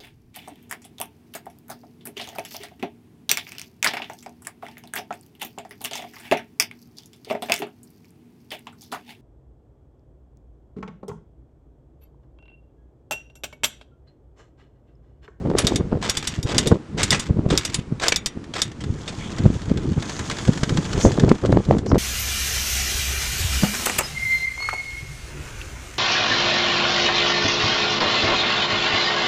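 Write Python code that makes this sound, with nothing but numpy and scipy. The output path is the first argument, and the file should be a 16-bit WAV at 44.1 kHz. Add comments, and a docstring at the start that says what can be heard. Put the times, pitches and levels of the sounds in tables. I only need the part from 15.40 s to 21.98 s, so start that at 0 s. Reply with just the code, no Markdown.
"""A casket lowering device is cranked by hand on a lawn, with wind puffing on the microphone from the start.
First come seven short strokes: the gears scrape, the shaft knocks, and the pawl (a spring-loaded catch)
snaps over the teeth and rings the steel housing. From about 3.3 s the crank goes round freely, with
churning gears, a hissing strap and light ticks. It stops near 6.4 s. The wind is strongest towards
the end, and its hardest puffs overload the microphone."""
import sys
import numpy as np
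from scipy import signal
from scipy.fft import rfft, irfft, next_fast_len
from scipy.io import wavfile
from scipy.ndimage import map_coordinates

SR = 44100
rng = np.random.default_rng(int(sys.argv[2]) if len(sys.argv) > 2 else 0)


def master(y):
    """Save y as 16-bit WAV."""
    cut = np.clip(np.atleast_2d(y).T, -1, 1)
    pcm = np.round(cut * 32767)  # scale
    wavfile.write(sys.argv[1], SR, pcm.astype(np.int16))


N = 290260
TIME = np.arange(N) / SR
AGE = TIME[:SR // 4]  # seconds since a hit

# The pawl drops off a tooth: start_s, level_db, hardness_db, spring_db
PAWL_DROPS = [(0.185, -3.5, -2, -18), (0.2693, -4.5, 1.5, -45), (0.3583, -10.5, -3.5, -35),
              (0.6965, -4.5, 0.5, -43), (0.7706, -8.5, -3, -44), (0.8726, -9, -6, -31),
              (1.0289, -19, 7, -43), (1.1813, -1, -5, -43), (1.2712, -10, -5, -26), (1.6308, -8, -17, -33),
              (1.706, -3.5, 0.5, -27), (1.7963, -15, -9.5, -37), (2.1763, -3, 3.5, -40),
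              (2.2504, -10, -4, -46), (2.343, -11.5, -13.5, -18), (2.683, -3.5, 5.5, -42),
              (2.7606, -7, 5, -43), (2.86, -6.5, 0.5, -43), (3.2184, -3.5, 1, -37)]
# Ringing tones (fade_s is the time to fall by 60 dB): pitch_hz, level_db, fade_s
PAWL_TONES = [(4950, -5, 0.0045), (5330, 4, 0.0031), (7070, -8.5, 0.012)]
HOUSING_TONES = [(1753, -26.5, 0.081), (1950, -24, 0.18), (2270, -16, 0.04), (2790, -52, 0.039),
                 (3094, -12, 0.062), (3506, 0, 0.04), (3727, -4, 0.065), (4880, 2, 0.032),
                 (5570, -6, 0.018), (5750, -4.5, 0.1), (6700, -5.5, 0.093), (7720, -21, 0.043),
                 (8180, -25, .05), (9190, -9, 0.026), (10520, -8, 0.039), (11300, -9.5, 0.041),
                 (12500, -49, .07), (13000, -16, .055), (13150, -16, .05), (14400, -21.5, 0.037)]
# Short strokes of the crank: start_s, turn_back_s, end_s, push_db
CRANK_STROKES = [(0.171, 0.211, 0.33, -27.5), (0.621, 0.692, 0.95, -29), (1.065, 1.182, 1.31, -30),
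                 (1.579, 1.623, 1.835, -27), (2.093, 2.16, 2.37, -31), (2.615, 2.684, 2.73, -26),
                 (3.145, 3.188, 3.235, -29)]
# The shaft knocks: start_s, level_db, fade_s, groan_hz
SHAFT_KNOCKS = [(1.595, -22, 0.21, 2130), (1.719, -8.5, 0.03, 1950), (1.726, -8, 0.061, 1970),
                (1.745, -15.5, 0.094, 2540), (2.102, -18, 0.092, 3700), (2.598, -18, 0.026, 3840),
                (2.6328, -14.5, 0.084, 1586), (2.7213, -1, 0.023, 2290), (3.137, -19.5, 0.044, 3220),
                (3.405, -30.5, 0.098, 3160), (3.677, -23, 0.11, 3590), (4.912, -15.5, 0.032, 2060),
                (5.917, -22, 0.02, 2300), (6.122, -15.5, 0.012, 2230), (6.31, -23, 0.0092, 1190),
                (6.544, -34, 0.09, 865)]
# Free cranking: time_s, gear_db, hiss_db
FREE_CRANKING = [(3.3, -56, -54), (3.69, -44.5, -54), (3.86, -42.5, -48), (3.99, -38.5, -56),
                 (4.14, -45, -49), (4.33, -46, -59), (4.51, -46.5, -56), (4.63, -40, -48.5),
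                 (4.77, -40, -45), (4.91, -36.5, -42.5), (5.27, -44, -45.5), (5.59, -34, -42.5),
                 (5.73, -39.5, -45), (5.85, -43, -53.5), (6.33, -47, -55), (6.45, -74, -39.5)]
# The strap and bearings rub: middle_s, half_length_s, pitch_hz, level_db, width_ratio
BRIEF_RUBS = [(3.827, 0.03, 2230, -41.5, 0.061), (3.85, 0.052, 3250, -43, 0.089),
              (4.742, 0.098, 6300, -43, 0.051), (5.64, 0.043, 6280, -29.5, 0.13),
              (6.495, 0.024, 5600, -41, 0.13)]
# Loose links tick: start_s, level_db
LINK_TICKS = [(0.0992, -31.5), (0.626, -15), (0.8412, -24), (1.1173, -31), (1.1318, -39), (1.1473, -22),
              (1.1588, -25), (3.0402, -32), (3.3163, -30), (3.4388, -23), (4.792, -15.5), (4.8985, -13),
              (4.9856, -17), (5.076, -19), (5.1747, -18.5), (5.233, -9.5), (5.8912, -15.5), (6.3839, -22.5),
              (6.4618, -25.5)]
# The pawl skims a run of teeth: first_tooth_s, last_tooth_s, level_db
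TOOTH_RUNS = [(3.984, 4.373, -25.5), (4.624, 4.766, -21.5), (4.969, 5.133, -20), (5.293, 5.61, -17),
              (5.718, 5.797, -16), (5.953, 6.058, -24)]
# Eddies (swirls of air) hit the microphone: time_s, level_db, pitch_hz
WIND_PUFFS = [(0.057, -4, 195), (0.099, -5, 240), (0.244, -5, 161), (0.318, -5, 320), (0.409, -7, 207),
              (0.526, -2, 230), (0.987, -10.5, 131), (1.052, -8, 109), (1.164, -7, 199), (1.321, 4, 237),
              (1.906, -3, 120), (1.942, -16, 130), (1.99, -6.5, 219), (2.061, -4, 141), (2.124, -10, 220),
              (2.388, -10, 141), (2.521, -7, 179), (2.971, -14.5, 200), (3.5, -6, 92), (4.001, -8, 159),
              (4.059, 8, 145), (4.1, -5, 220), (4.313, 2, 200), (4.578, -3.5, 122), (5.09, 3.5, 196),
              (5.23, -3, 154), (5.324, -5.5, 120), (5.384, -4.5, 130), (5.648, 0, 390), (5.66, -0.5, 340),
              (5.783, -2.5, 240), (5.834, 3.5, 199), (5.913, 7.5, 310), (6.124, 0, 166), (6.169, 4, 300),
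              (6.286, -4, 160), (6.307, 4, 333), (6.365, -2, 252), (6.542, -8, 540), (6.554, -6, 400)]
# Gusts: start_s, end_s, level_db
WIND_GUSTS = [(0.07, 0.178, -23.5), (0.246, 0.425, -25.5), (0.545, 0.575, -22.5), (1.146, 1.371, -25),
              (1.547, 1.781, -26.5), (1.897, 2.09, -24.5), (2.112, 2.157, -17.5), (3.448, 3.56, -31),
              (3.974, 4.16, -29), (4.272, 4.526, -26), (5.288, 5.406, -25.5), (5.539, 5.594, -21.5),
              (5.644, 5.671, -13), (5.8, 5.944, -18), (6.04, 6.201, -19), (6.276, 6.374, -18),
              (6.504, 6.585, -20)]
# Light air between the gusts: time_s, level_db
LIGHT_BREEZE = [(0.0, -26.5), (0.58, -28), (0.81, -31), (1.01, -31), (1.17, -23.5), (1.36, -35.5),
                (2.07, -25.5), (2.82, -36), (3.19, -33.5), (4.05, -27), (4.2, -28), (4.45, -24.5),
                (4.75, -28), (5.62, -24), (5.74, -18), (6.08, -39.5), (6.58, -12.5)]
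# How rich the wind is in small, fast eddies: time_s, level_db
SMALL_EDDIES = [(0, 7.5), (.55, 3.5), (1.0, -1.5), (1.3, 8.5), (1.6, -4.5), (2.1, 1), (2.6, -1.5),
                (3.5, -4.5), (4.3, -6.5), (5.1, -6), (5.6, 1), (6.0, 1.5), (6.58, 0.5)]
# How long the surroundings echo: frequency_hz, fade_s
ECHO_FADES = [(200, 0.14), (2000, 0.33), (6000, 0.04), (12000, 0.056)]

# Tone colours (spectra) of the device's noises: frequency_hz, level_db
HOUSING_COLOUR = [(150, 6), (600, -9.5), (1200, -5), (2000, -2), (3500, 0.5), (5500, 0), (7500, 2.5),
                  (9200, -1.5), (10000, -11.5), (11200, -17), (12200, -35), (13200, -30), (15000, -40),
                  (16000, -40)]
PUSH_COLOUR = [(150, -5), (450, 12.5), (900, 5.5), (1300, 7), (2200, 3.5), (3500, 3), (4200, 0), (5500, -2),
               (7800, -5.5), (9300, -17), (10500, -27), (13000, -34), (16000, -49)]
RETURN_COLOUR = [(300, -11), (1000, 3), (2200, 3.5), (3500, 2), (5500, -3), (7800, -3), (9300, -20),
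                 (10500, -24), (13000, -29), (16000, -52)]
KNOCK_COLOUR = [(100, 2), (500, 4.5), (900, 0.5), (1300, 3.5), (2000, 4.5), (3500, 0.5), (6000, -1),
                (8500, -7.5), (11000, -32), (16000, -64)]
GEAR_COLOUR = [(200, 9.5), (500, 10), (1000, 10), (1600, 9), (2300, 4.5), (2800, 0.5), (3400, 4),
               (4500, -10.5), (7000, -3), (12000, -39)]
STRAP_COLOUR = [(2500, -9), (4500, -5.5), (5600, -3), (6500, 0), (7800, -6), (9000, -13), (11000, -23.5),
                (14000, -49), (16500, -42)]
FIZZ_COLOUR = [(5000, -34), (8500, -1), (11000, -14), (14500, -7), (16000, -34)]
TICK_COLOUR = [(800, 3.5), (2000, -6), (3500, 6), (5000, 2), (7500, -1.5), (10000, -19), (15000, -39)]
LOW_TICK_COLOUR = [(300, -28.5), (1000, -2.5), (1700, 4), (2600, -5.5), (4000, -16), (9000, -55)]
# Tone colours of the wind and open air: frequency_hz, level_db
RUMBLE_COLOUR = [(15, -14.5), (40, -1.5), (100, 4), (170, 1.5), (300, -4.5), (450, -13), (800, -55),
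                 (2000, -79)]
FLUTTER_COLOUR = [(80, -8), (250, 2.5), (450, -1), (700, -15), (1200, -25.5), (2500, -45.5), (6000, -62),
                  (12000, -110)]
EDDY_EDGE_COLOUR = [(150, -26), (400, 9), (750, -3), (1200, -13), (2200, -27.5), (5000, -37), (12000, -100)]
AIR_COLOUR = [(20, 7), (100, -12), (300, 13), (600, 0), (1200, -2), (3000, -11.5), (7500, -18.5),
              (10000, -29), (16000, -74)]


def pawl(spring_hz=9389, overtone_hz=12850):
    """The pawl snaps onto a tooth, the ring spreads through the housing, and the spring sings."""
    out = np.zeros(N)
    onset = 1 - np.exp(-AGE / .00015)
    crack = onset * sum(tone(*row) for row in PAWL_TONES)
    for start, db, hard_db, spring_db in PAWL_DROPS:
        snap = gain(hard_db + 1.75 + .5 * db) * crack  # stronger drops put more into the crack
        body = gain(-10 - .5 * hard_db) * burst(HOUSING_COLOUR, fade_s=.061, rise_s=.00061)
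        body += gain(-15) * housing_ring(db_per_octave=-3.5, scatter_db=3.5)
        low = signal.lfilter(*signal.butter(2, 8000, fs=SR), body)
        treble = gain(-3.5 - .23 * db) * (body - low)  # light drops are a little brighter
        overtone_db, detune = rng.normal(-45, 3), rng.normal(1, .012)
        spring = tone(spring_hz, spring_db, .1) + tone(overtone_hz * detune, overtone_db, .07)
        add(out, start, gain(db) * (snap + low + treble + spring))
    return out


def housing_ring(db_per_octave, scatter_db=3, rise_s=.00046, detune=.0044):
    """The steel housing rings, each hit giving its tones new strengths and slightly new pitches."""
    hz, db, fade_s = np.transpose(HOUSING_TONES)[:, :, None]
    strength, phase, shift = rng.standard_normal((3, len(HOUSING_TONES), 1))
    level_db = db + scatter_db * strength + db_per_octave * np.log2(hz / np.median(hz))
    waves = np.sin(2 * np.pi * (hz * (1 + detune * shift) * AGE + phase))
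    tones = gain(level_db - 60 * AGE / fade_s) * waves
    return tones.sum(axis=0) * (1 - np.exp(-AGE / rise_s))


def gear_scrape(rise_s=.01, release_s=.017, coast_s=.078, return_db=-6.5):
    """The gears grind on each push, then slide back with a thinner sound and coast to a stop."""
    push, back = np.zeros((2, N))
    for start, turn, end, db in CRANK_STROKES:
        push_times = np.sort([start - rise_s, start + rise_s, turn, turn + release_s])
        back_times = np.sort([turn, turn + release_s, end - coast_s, end + coast_s])
        push += gain(db) * np.interp(TIME, push_times, [0, 1, 1, 0])
        back += gain(db + return_db) * np.interp(TIME, back_times, [0, 1, 1, 0])
    grind = chatter(PUSH_COLOUR, per_s=790, spread_db=6, fade_s=.032)
    slide = chatter(RETURN_COLOUR, per_s=550, spread_db=7, fade_s=.035)
    return (push * through_housing(grind, ring_db=-10, width_hz=81)
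            + back * through_housing(slide, ring_db=-7, width_hz=33))


def through_housing(x, ring_db, width_hz):
    """The housing boosts rubbing noise near its own tones."""
    peaks = lambda f: sum(gain(db) / (1 + ((f - hz) / width_hz) ** 2) for hz, db, _ in HOUSING_TONES)
    return normalise(filtered(x, lambda f: 1 + gain(ring_db) * peaks(f)))


def shaft_knocks():
    """The crank shaft takes up its slack with dull knocks, each making the frame groan at one pitch."""
    out = np.zeros(N)
    for start, db, fade_s, hz in SHAFT_KNOCKS:
        groan = gain(-4.5) * burst(narrow_colour(hz, width_ratio=.02), .73 * fade_s, rise_s=.00056)
        ring = gain(-27) * housing_ring(db_per_octave=-6.5)
        thud = burst(KNOCK_COLOUR, fade_s, rise_s=.0017)
        add(out, start, gain(db - 2.5) * (thud + groan + ring))
    return out


def free_cranking(start_s=3.29, end_s=6.43, rise_s=.3, stop_s=.084):
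    """The gears churn and rattle and the strap slides on its roller while the crank goes round."""
    gear_db, hiss_db = curves(FREE_CRANKING)
    turning = np.clip(np.minimum((TIME - start_s) / rise_s, (end_s - TIME) / stop_s), 0, 1)
    gears = gain(gear_db) * chatter(GEAR_COLOUR, per_s=640, spread_db=2.5, fade_s=.023)
    rattle = gain(gear_db - 4.5) * chatter(TICK_COLOUR, per_s=88, spread_db=2, fade_s=.03)
    strap = gain(hiss_db + wobble(37)) * noise(STRAP_COLOUR)
    fizz = gain(-65 + 1.6 * (hiss_db + 39)) * noise(FIZZ_COLOUR)  # faster sliding is brighter
    rubs = np.zeros(N)
    for middle, half_length, hz, db, width in BRIEF_RUBS:
        swell = np.exp(-((TIME - middle) / half_length) ** 2)
        rubs += gain(db) * swell * noise(narrow_colour(hz, width))
    return (gears + rattle + strap + fizz) * turning + rubs


def ticks(tooth_gap_s=.079, scatter_db=3):
    """Loose links tap lightly, and the pawl skims evenly spaced teeth while the crank spins."""
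    out = np.zeros(N)
    teeth = []
    for first, last, db in TOOTH_RUNS:
        count = round((last - first) / tooth_gap_s) + 1
        teeth += [(start, rng.normal(db, scatter_db)) for start in np.linspace(first, last, count)]
    for start, db in list(LINK_TICKS) + teeth:
        high = burst(TICK_COLOUR, fade_s=.042, rise_s=.00016)
        low = gain(-2.5) * burst(LOW_TICK_COLOUR, fade_s=.048, rise_s=.00019)
        ring = gain(-25) * housing_ring(db_per_octave=-8.5)
        add(out, start, gain(db - 9) * (high + low + ring))
    return out


def wind_puffs(wind_db, strays_per_s=6.3, stray_hz=167, stray_octaves=.32):
    """Each passing eddy swings the air pressure; small ones swing faster and pass sooner."""
    out = np.zeros(N)
    t = AGE - .025  # seconds from the middle of a puff
    eddy_db, = curves(SMALL_EDDIES)
    strays = []  # extra eddies at random times, as strong as the wind allows
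    for when, size in rng.random((round(strays_per_s * N / SR), 2)):
        hz = stray_hz * 2 ** (stray_octaves * (2 * size - 1))
        strays.append((when * N / SR, wind_db[int(when * N)] + 12, hz))
    for time_s, db, hz in list(WIND_PUFFS) + strays:
        swell = 1 / np.cosh(4 * t * hz)
        swing = np.sin(2 * np.pi * (hz * t + rng.random()))
        # fast eddies in rough air have the most ragged edge
        edge_db = -15 + 15 * np.log2(hz / 221) + .5 * np.interp(time_s, TIME, eddy_db)
        edge = gain(edge_db) * noise(EDDY_EDGE_COLOUR, size=len(t))
        add(out, time_s + t[0] + .0037, gain(db - 2.5) * swell * (swing + edge))
    return out


def wind_rumble(wind_db):
    """Wind presses unevenly on the microphone: faster air flutters more, and the tiniest eddies pop."""
    eddy_db, = curves(SMALL_EDDIES)
    gust_db = wind_db + 4.5 * np.tanh(wobble(60))
    rumble = gain(gust_db - 2 - .23 * eddy_db) * noise(RUMBLE_COLOUR)
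    flutter_db = -30.5 + eddy_db + 1.24 * (gust_db + 20.5) + 4.3 * np.tanh(wobble(160))
    flutter = gain(flutter_db) * noise(FLUTTER_COLOUR)
    pop_db = -37 + eddy_db + 2.28 * (wind_db + 22.5)
    pops = gain(pop_db) * chatter(EDDY_EDGE_COLOUR, per_s=89, spread_db=7, fade_s=.011)
    return rumble + flutter + pops


def wind_strength(rise_s=.012, fall_s=.017, wake_s=.01, wake_db=-19):
    """The wind's level in dB: a breeze, the gusts, and the stirred air (wake) round each listed puff."""
    breeze_db, = curves(LIGHT_BREEZE)
    power = gain(breeze_db - 4) ** 2
    for start, end, db in WIND_GUSTS:
        fade = np.maximum(start - TIME, 0) / rise_s + np.maximum(TIME - end, 0) / fall_s
        power += gain(db) ** 2 * np.exp(-2 * np.minimum(fade, 20))
    for time_s, db, _ in WIND_PUFFS:
        fade = ((TIME - time_s) / wake_s) ** 2
        power += gain(db + wake_db) ** 2 * np.exp(-np.minimum(fade, 20))
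    return 10 * np.log10(power)


def echo(x):
    """Sound scatters back, dulled, from the frame, the grave and the bystanders."""
    hz, t, bands = signal.stft(rng.standard_normal(SR // 2), SR, nperseg=256)
    fade = gain(-60 * t / value_at(ECHO_FADES, hz)[:, None])
    _, tail = signal.istft(bands * fade, SR, nperseg=256)
    return signal.fftconvolve(x, tail / np.linalg.norm(tail))[:N]


def tone(hz, db, fade_s):
    """One pure tone dying away."""
    return gain(db - 60 * AGE / fade_s) * np.sin(2 * np.pi * hz * AGE)


def burst(colour, fade_s, rise_s):
    """A hit wakes many close tones, heard as noise that rises and dies."""
    shape = gain(-60 * AGE / fade_s) * (1 - np.exp(-AGE / rise_s))
    return normalise(noise(colour, size=len(AGE)) * shape) * np.sqrt(np.mean(shape ** 2))


def chatter(colour, per_s, spread_db, fade_s):
    """Tiny random hits of uneven size, each rattling on for a moment."""
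    hits = (rng.random(N) < per_s / SR) * gain(spread_db * np.clip(rng.standard_normal(N), -2, 2))
    energy = signal.fftconvolve(hits ** 2, gain(-120 * AGE / fade_s))[:N]
    return coloured(np.sqrt(np.abs(energy)) * rng.standard_normal(N), colour)


def noise(colour, size=N):
    """Steady noise with a tone colour."""
    return coloured(rng.standard_normal(size), colour)


def narrow_colour(hz, width_ratio):
    """A tone colour with one peak; its width is a share of its pitch."""
    slope = [(-12, -70), (-3, -24), (-1, -7), (0, 0), (1, -7), (3, -24), (12, -70)]
    return [(hz * np.exp(widths * width_ratio), db) for widths, db in slope]


def coloured(x, colour):
    """Give a sound a tone colour and an average level of 1."""
    return normalise(filtered(x, lambda hz: gain(value_at(colour, hz))))


def filtered(x, gain_at):
    """Turn each frequency up or down by gain_at(hz)."""
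    size = next_fast_len(len(x) + 4096)
    return irfft(rfft(x, size) * gain_at(np.fft.rfftfreq(size, 1 / SR)), size)[:len(x)]


def value_at(rows, hz):
    """Read between a table's frequencies, on a log scale."""
    frequencies, values = np.transpose(rows)
    return np.interp(np.log(hz + 1), np.log(frequencies + 1), values)


def curves(rows):
    """One value per sample for each column after the time."""
    times, *columns = np.transpose(rows)
    return [np.interp(TIME, times, column) for column in columns]


def wobble(per_s):
    """A smooth curve through per_s random points a second."""
    return map_coordinates(rng.standard_normal(4096), [TIME * per_s], mode="wrap")


def gain(db):
    """Turn decibels into a multiplier."""
    return 10 ** (np.asarray(db) / 20)


def normalise(x):
    """Scale to an average (rms) level of 1."""
    return x / np.sqrt(np.mean(x ** 2) + 1e-20)


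def add(track, start_s, sound):
    """Mix a sound into a track."""
    part = track[max(round(start_s * SR), 0):][:len(sound)]
    part += sound[:len(part)]


def scene():
    """The device, its faint echo, the open air and the wind, in one channel."""
    device = pawl() + shaft_knocks() + ticks() + gear_scrape() + free_cranking()
    outdoors = gain(-16.5) * echo(device) + gain(-45.5) * noise(AIR_COLOUR)
    wind_db = wind_strength()
    return (device + outdoors + wind_rumble(wind_db) + wind_puffs(wind_db))[None]


def record(dry, top_hz=16500):
    """The microphone overloads, flattening the loudest peaks; nothing above top_hz is kept."""
    flattened = dry[0] / (1 + np.abs(dry[0]) ** 6) ** (1 / 6)
    return filtered(flattened, lambda hz: hz < top_hz)[None]


dry = scene()
out = record(dry)
master(out)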